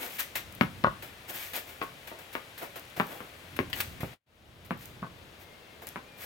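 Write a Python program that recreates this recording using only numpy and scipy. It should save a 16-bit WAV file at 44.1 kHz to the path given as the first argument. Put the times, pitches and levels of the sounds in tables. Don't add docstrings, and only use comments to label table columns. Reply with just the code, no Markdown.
import sys
import numpy as np
from scipy import signal
from scipy.fft import rfft, irfft
from scipy.io import wavfile

SR = 44100
rng = np.random.default_rng(int(sys.argv[2]) if len(sys.argv) > 2 else 0)


def digitize_waveform(pressure):
    field = np.atleast_2d(pressure).T
    bounded = np.clip(field, -1, 1)
    quanta = np.round(bounded * 32767).astype(np.int16)
    wavfile.write(sys.argv[1], SR, quanta)


N = 275625

# [f/Hz, level/dB per Hz]
AIR_FIRST = [(20, -13.5), (70, -21.5), (130, -31.5), (220, -9.5), (400, -4.5), (620, -2.5), (900, -7),
             (1500, -6.5), (2400, -6.5), (3500, -9), (5200, -17), (8000, -21), (12000, -20), (16000, -21.5)]
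AIR_SECOND = [(20, -16), (70, -26), (130, -40), (220, -7.5), (420, -2.5), (600, -2), (900, -8), (1500, -9),
              (2400, -10.5), (3500, -11), (5200, -19), (8000, -25), (12000, -25), (16000, -24.5)]
# [f/Hz, level/dB per Hz]
BUFFETING = [(15, -30), (50, -7), (90, -1), (130, -4), (200, -8.5), (320, -13), (700, -42.5), (3000, -63)]
# [peak t/s, half-length t/s, level/dB]
GUSTS = [(.77, 0.34, -48), (1.896, 0.13, -58.5), (3.774, 0.29, -47), (4.746, 0.68, -53)]
# [start t/s, length t/s, f/Hz, level/dB]
WHISTLES = [(3.077, .12, 3340, -56), (5.42, .2, 2120, -61), (5.586, 0.18, 2700, -64),
            (5.63, 0.194, 2120, -63), (6.017, 0.25, 2420, -58.5)]
# [t/s, skid t/s, grit level/dB, footfall level/dB]
STEPS = [(.353, 0.021, -30.5, -43), (1.021, 0.037, -44.5, -47.5), (1.532, 0.041, -39.5, -47),
         (1.82, 0.03, -47, -64), (2.071, .02, -44.5, -50), (2.185, .03, -51, -51.5),
         (2.326, 0.038, -47, -63), (2.576, 0.041, -44.5, -56), (2.756, 0.024, -44, -42.5),
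         (2.964, 0.051, -44.5, -41), (3.562, 0.0059, -41, -48), (3.697, .009, -48, -51),
         (3.801, 0.0074, -26.5, -58), (4.004, 0.034, -43.5, -47), (4.646, 0.022, -52.5, -67),
         (5.818, 0.025, -51, -47), (5.868, 0.032, -48, -55.5)]
# [peak t/s, swell t/s, grit level/dB, footfall level/dB]
DRAGS = [(.03, 0.054, -38, -41.5), (.15, 0.072, -44, -64), (.2, .019, -29, -51), (1.30, 0.024, -40, -45),
         (1.355, 0.036, -39, -49.5), (1.42, .09, -41, -66), (1.563, 0.024, -33.5, -42.5),
         (1.695, 0.043, -48.5, -53.5), (2.63, 0.023, -44, -38), (3.12, 0.075, -48, -44),
         (3.785, 0.06, -40, -47), (4.825, 0.058, -50.5, -68), (5.415, 0.029, -55.5, -64),
         (6.24, 0.073, -43, -52)]
# [t/s, relative level/dB, left-right level/dB]
SNAPS = [(.5252, -26, 7), (.551, -25, 10), (2.796, -21, 1), (3.069, -26.5, 5), (4.857, -24, -13),
         (5.87, -16, 3), (5.889, -20.5, 6)]
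# [t/s, level/dB]
THUDS = [(2.976, -33), (3.602, -21.5), (4.004, -31.5), (4.0324, -18.5)]
# [f/Hz, level/dB per Hz]
GRIT = [(1500, -37), (3500, -11), (5500, -6), (7500, -7), (10000, -6), (12500, 0), (14500, 2.5),
        (16000, -3)]
RASP = [(300, -23), (800, -10), (1500, -4), (2300, -1.5), (3200, -4.5), (4500, -9.5), (8000, -30.5)]
FOOTFALL = [(40, -28.5), (150, -10), (300, 0.5), (700, 4.5), (1200, -4), (2200, -9), (5000, -58)]
# [t/s, level/dB]
CLACKS = [(3.73, -27)]
# [f/Hz, level/dB per Hz]
FRAME = [(900, -17), (1470, -13.5), (1920, 0), (2250, -13), (3000, 0.5), (3900, -15), (4700, -11.5),
         (5900, -25), (8000, -23.5), (11000, -27), (14500, -21)]
# [t/s, first touch level/dB, launch level/dB, contact t/s,
#                  wall echo delay t/s, wall echo level/dB, left-right level/dB]
STRIKES = [(0.8394, -20.5, -4.5, .0055, .026, -10.5, 4.5), (1.815, -23.5, -21, .0025, .0092, -4, 8),
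           (5.0222, -39, -25, .0061, .017, -7, 0)]
# [t/s, landing
# level/dB, lift-off level/dB, crack f/Hz, contact t/s, # low push level/dB, left-right level/dB]
BOUNCES = [(0.611, -2, -10, 1824, .0052, -12, 9), (2.116, -28.5, -33.5, 1010, 0.0029, -38, 1),
           (2.3527, -13, -18.5, 1840, 0.0033, -31, 6), (2.9993, -6.5, -7.5, 1660, 0.00498, -20.5, 6.5),
           (3.205, -25, -38, 1410, .0042, -39.5, 12), (3.5902, -7.5, -22, 1750, 0.0034, -19.5, 6.5),
           (4.032, -27.5, -37, 1240, .002, -29.5, 13), (4.7081, -11.5, -20, 1460, .0058, -23, 2.5),
           (5.9591, -18, -24, 1640, .0051, -36.5, 0)]
# [nominal f/Hz, level/dB, 60 dB decay t/s]
BALL_MODES = [(576, -0.5, 0.023), (752, -2, 0.021), (1068, 3, 0.048), (1260, -6, 0.027),
              (1610, -17.5, 0.019), (2060, -8.5, 0.031), (2150, -5, 0.049), (2666, -7.5, 0.051)]
STRING_MODES = [(595, -8, 0.032), (680, 3, 0.019), (948, -4.5, 0.034), (1104, 0.5, 0.073),
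                (1100, -30, 0.027), (1337, -8.5, .03), (1483, -2, 0.08), (2030, -14, 0.044),
                (2800, -15, 0.022)]
# [f/Hz, 60 dB decay t/s]
PATIO_DECAY = [(100, 0.31), (250, 0.14), (600, .2), (1200, 0.24), (2500, 0.19), (6000, 0.41), (14000, 0.19)]
# [f/Hz, level/dB]
PATIO_COLOUR = [(100, 2.5), (200, 1.5), (400, 5), (700, 0.5), (1200, -1), (2300, 1), (4000, -2.5),
                (14000, -5)]
# [f/Hz, likeness 0-1]
LIKENESS = [(50, 0.89), (150, 0.9), (300, 0.82), (600, 0.53), (1200, 0.074), (3000, 0.066), (8000, 0.74),
            (15000, 0.17)]
# [f/Hz, left-right level/dB]
MICROPHONES = [(100, -0.5), (400, -1.5), (1000, 1), (2300, 7), (5000, 1.5), (9000, -1.5), (13500, 3)]

HIT_T = np.arange(SR // 2) / SR
DROP_S, RESUME_S = 4.136, 4.26
ROOM_DB, ROOM_SLOPE = -6.5, 0.28
FIRST_LAG_S, SECOND_LEAD_S = 0.00018, 0.0001


def from_db(db):
    return 10 ** (np.asarray(db) / 20)


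def read(points, hz):
    f, value = np.transpose(points)
    return np.interp(np.log(hz + 1), np.log(f + 1), value)


def add(mix, s, sound):
    start = round(s * SR)
    sound = sound[:, max(-start, 0):]
    part = mix[:, max(start, 0):][:, :sound.shape[1]]
    part += sound[:, :part.shape[1]]


def play(source, table):
    mix = np.zeros((2, N))
    for row in table:
        add(mix, *source(*row))
    return mix


def pair(x, spectrum):
    hz = np.fft.rfftfreq(x.shape[1], 1 / SR)
    left, other = rfft(x)
    same = np.clip(read(LIKENESS, hz), 0, 1)
    right = same * left + np.sqrt(1 - same ** 2) * other
    return irfft(np.array([left, right]) * from_db(read(spectrum, hz)), x.shape[1])


def noise(spectrum, size, grain_db=0):
    grains = from_db(grain_db * np.minimum(rng.exponential(1, size), 5))
    x = pair(rng.standard_normal((2, size)) * grains, spectrum)
    return x / np.sqrt(np.mean(x ** 2))


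def sides(pan_db):
    return from_db(np.array([[pan_db], [-pan_db]]) / 2)


def place(x, pan_db, lag, shade_hz=750):
    size = x.shape[-1]
    hz = np.fft.rfftfreq(2 * size, 1 / SR)
    shade = sides(pan_db) ** (hz ** 2 / (hz ** 2 + shade_hz ** 2))
    late = np.exp(-2j * np.pi * hz * np.array([[0], [lag]]))
    return irfft(rfft(x, 2 * size) * shade * late)[:, :size]


def patio(x, first=0.0028, build=0.0016):
    size = len(HIT_T)
    taps = rng.choice([-1., 1.], (2, size)) * (rng.random(size) < 5000 / SR)
    hz, t, bands = signal.stft(taps, SR, nperseg=256)
    decay = from_db(-60 * t / read(PATIO_DECAY, hz)[:, None])
    tail = signal.istft(bands * decay, SR, nperseg=256)[1][:, :size]
    tail = tail * np.clip((HIT_T - first) / build, 0, 1)
    tail = pair(tail / np.linalg.norm(tail[0]), PATIO_COLOUR)[:, :size // 2]
    return signal.fftconvolve(np.atleast_2d(x), tail, axes=1)[:, :x.shape[-1]]


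def air(first_db=-51, later_db=-53.5, pan_db=2, calm_db=-60):
    t = np.arange(N) / SR
    first = from_db(first_db) * sides(pan_db) * noise(AIR_FIRST, N)
    second = from_db(later_db) * sides(pan_db) * noise(AIR_SECOND, N)
    hush = np.where(t > RESUME_S, second, first)
    gust_power = sum((from_db(db) * np.exp(-((t - s) / width) ** 2)) ** 2 for s, width, db in GUSTS)
    return hush + np.sqrt(from_db(calm_db) ** 2 + gust_power) * noise(BUFFETING, N)


def whistle(s, length, hz, db, waver=0.0088):
    t = np.arange(0, length, 1 / SR)
    drift = np.interp(t, np.linspace(0, length, 8), rng.standard_normal(8))
    phase = 2 * np.pi * np.cumsum(hz * (1 + waver * drift)) / SR
    tone = np.sin(phase) * np.sin(np.pi * t / length)
    return s, place(from_db(db) * tone, 0, 0)


def scuff(s, rise, fall, grit_db, foot_db, rasp_db, rasp_hz, pan_db, hold=0.0035, slip_db=-0.5):
    t, size = HIT_T - rise, len(HIT_T)
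    pressure = np.clip(HIT_T / rise, 0, 1) * np.exp(-np.maximum(t - hold, 0) / fall)
    slips = np.interp(np.arange(size), np.arange(0, size, 200), rng.standard_normal(size // 200 + 1))
    sole = np.array(RASP) * [rasp_hz / 2300, 1]
    grit = noise(GRIT, size, grain_db=4.0) + from_db(rasp_db) * noise(sole, size, grain_db=4.5)
    foot = from_db(foot_db) * noise(FOOTFALL, size)
    return s - rise, place(pressure * (grit * from_db(grit_db + slip_db * slips) + foot), pan_db, 0)


def step(s, skid, grit_db, foot_db, attack=0.0036):
    return scuff(s + attack, attack, skid, grit_db, foot_db, rasp_db=-1.0, rasp_hz=2170, pan_db=1.0)


def drag(s, swell, grit_db, foot_db, rise_share=1.05):
    return scuff(s, rise_share * swell, swell, grit_db, foot_db, rasp_db=-4, rasp_hz=2220, pan_db=1)


def snap(s, db, pan_db, fall=0.001):
    tick = noise(GRIT, len(HIT_T)) * np.exp(-HIT_T / fall)
    return s, from_db(db - 13) * sides(pan_db) * tick


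def stray_grit(count=14, db=-38, spread_db=6, pan_db=5):
    draws = rng.random((count, 2))
    return play(snap, [(when * N / SR, db + spread_db * size, pan_db) for when, size in draws])


def thud(s, db, hz=135, fall=0.0042):
    swing = np.cos(2 * np.pi * hz * HIT_T) * np.exp(-HIT_T / fall) * np.minimum(HIT_T / 0.00058, 1)
    return s, place(from_db(db) * swing, 0, 0)


def clack(s, db, fall=0.0083):
    chatter = noise(FRAME, len(HIT_T), grain_db=1.5) * np.exp(-HIT_T / fall)
    return s, from_db(db) * place(chatter + from_db(-9.0) * patio(chatter), pan_db=2.5, lag=0)


def ring(modes, t, detune=0.026, attack=0.00044):
    t = np.maximum(t, 0)
    tones = 0
    for hz, db, t60 in modes:
        shifted_hz = hz * (1 + detune * rng.standard_normal())
        tones = tones + from_db(db - 60 * t / t60) * np.sin(2 * np.pi * shifted_hz * t)
    return tones * (1 - np.exp(-(t / attack) ** 2))


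def crack(t, hz, cycles, top_hz):
    t = np.maximum(t, 0)
    sharp = -np.sin(2 * np.pi * hz * t) * np.exp(-hz * t / cycles)
    return signal.sosfilt(signal.butter(5, top_hz, fs=SR, output="sos"), sharp)


def push(t, contact, swell=0.57):
    u = t / (swell * contact)
    return np.sin(2 * np.pi * t / contact) * u * np.exp((1 - u ** 1.5) / 1.5)


def outdoors(x, s, db, pan_db, delay, echo_db, second_db=-17, second_delay=0.011, room_pan_db=2, low_hz=115):
    x = signal.sosfilt(signal.butter(2, low_hz, "high", fs=SR, output="sos"), x)
    lag = FIRST_LAG_S if s < DROP_S else -SECOND_LEAD_S
    direct = place(x, pan_db, lag)
    wall = from_db(echo_db) * np.roll(direct, round(delay * SR), 1)
    roof = from_db(second_db) * np.roll(direct, round((delay + second_delay) * SR), 1)
    room = from_db(ROOM_DB - ROOM_SLOPE * db) * place(patio(x), room_pan_db, 0)
    return direct + wall + roof + room


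def strike(s, touch_db, db, contact, echo_delay, echo_db, pan_db,
           crack_hz=1340, push_db=-15, push_slope=0.63, ring_db=-15):
    t = HIT_T
    creak = noise(RASP, len(t), grain_db=2)[0] * np.exp(-t / 0.003) * np.minimum(t / 0.00029, 1)
    catch = crack(t, crack_hz, cycles=0.37, top_hz=5.5 * crack_hz)
    touch = from_db(touch_db) * (catch + from_db(-9.0) * creak)
    launch = crack(t - contact, 0.86 * crack_hz, cycles=1.45, top_hz=1.77 * crack_hz)
    strings = from_db(ring_db) * ring(STRING_MODES, t - contact)
    squash = from_db(push_db + push_slope * db) * push(t, contact)
    sound = touch + from_db(db) * (launch - strings) + squash
    return s, outdoors(sound, s, db, pan_db, echo_delay, echo_db)


def bounce(s, db, lift_db, hz, contact, push_db, pan_db,
           ring_db=-22, sand_db=-41, sand_fall=0.021, echo_delay=0.012):
    t = HIT_T
    landing = crack(t, hz, cycles=0.58, top_hz=3.0 * hz)
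    lift_off = from_db(lift_db) * crack(t - contact, 0.68 * hz, cycles=0.99, top_hz=2.2 * hz)
    shell = from_db(ring_db) * ring(BALL_MODES, t)
    sand = from_db(sand_db) * noise(GRIT, len(t), grain_db=7)[0] * np.exp(-t / sand_fall)
    squash = from_db(push_db) * push(t, contact)
    sound = from_db(db) * (landing - shell + sand) + lift_off + squash
    return s, outdoors(sound, s, db, pan_db, echo_delay, echo_db=-13.5)


def scene(feet_room_db=-7):
    background = air() + play(whistle, WHISTLES)
    feet = play(step, STEPS) + play(drag, DRAGS) + play(snap, SNAPS) + stray_grit() + play(thud, THUDS)
    feet = feet + from_db(feet_room_db) * patio(feet)
    ball = play(strike, STRIKES) + play(bounce, BOUNCES)
    return background + feet + play(clack, CLACKS) + ball


def dropout(fall_db_per_s=700, floor_db=-42, fade_in_s=0.62, fade_power=0.63):
    t = np.arange(N) / SR
    out = from_db(np.maximum(-fall_db_per_s * np.maximum(t - DROP_S, 0), floor_db))
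    back = np.clip((t - RESUME_S) / fade_in_s, 0, 1) ** fade_power
    return np.maximum(out, back)


def record(dry, edge_hz=16100):
    tilt = sides(1) ** read(MICROPHONES, np.fft.rfftfreq(N, 1 / SR))
    coloured = irfft(rfft(dry) * tilt, N)
    band_limit = signal.firwin(511, edge_hz, window=("kaiser", 9), fs=SR)
    return signal.oaconvolve(coloured * dropout(), band_limit[None], "same")


dry = scene()
out = record(dry)
digitize_waveform(out)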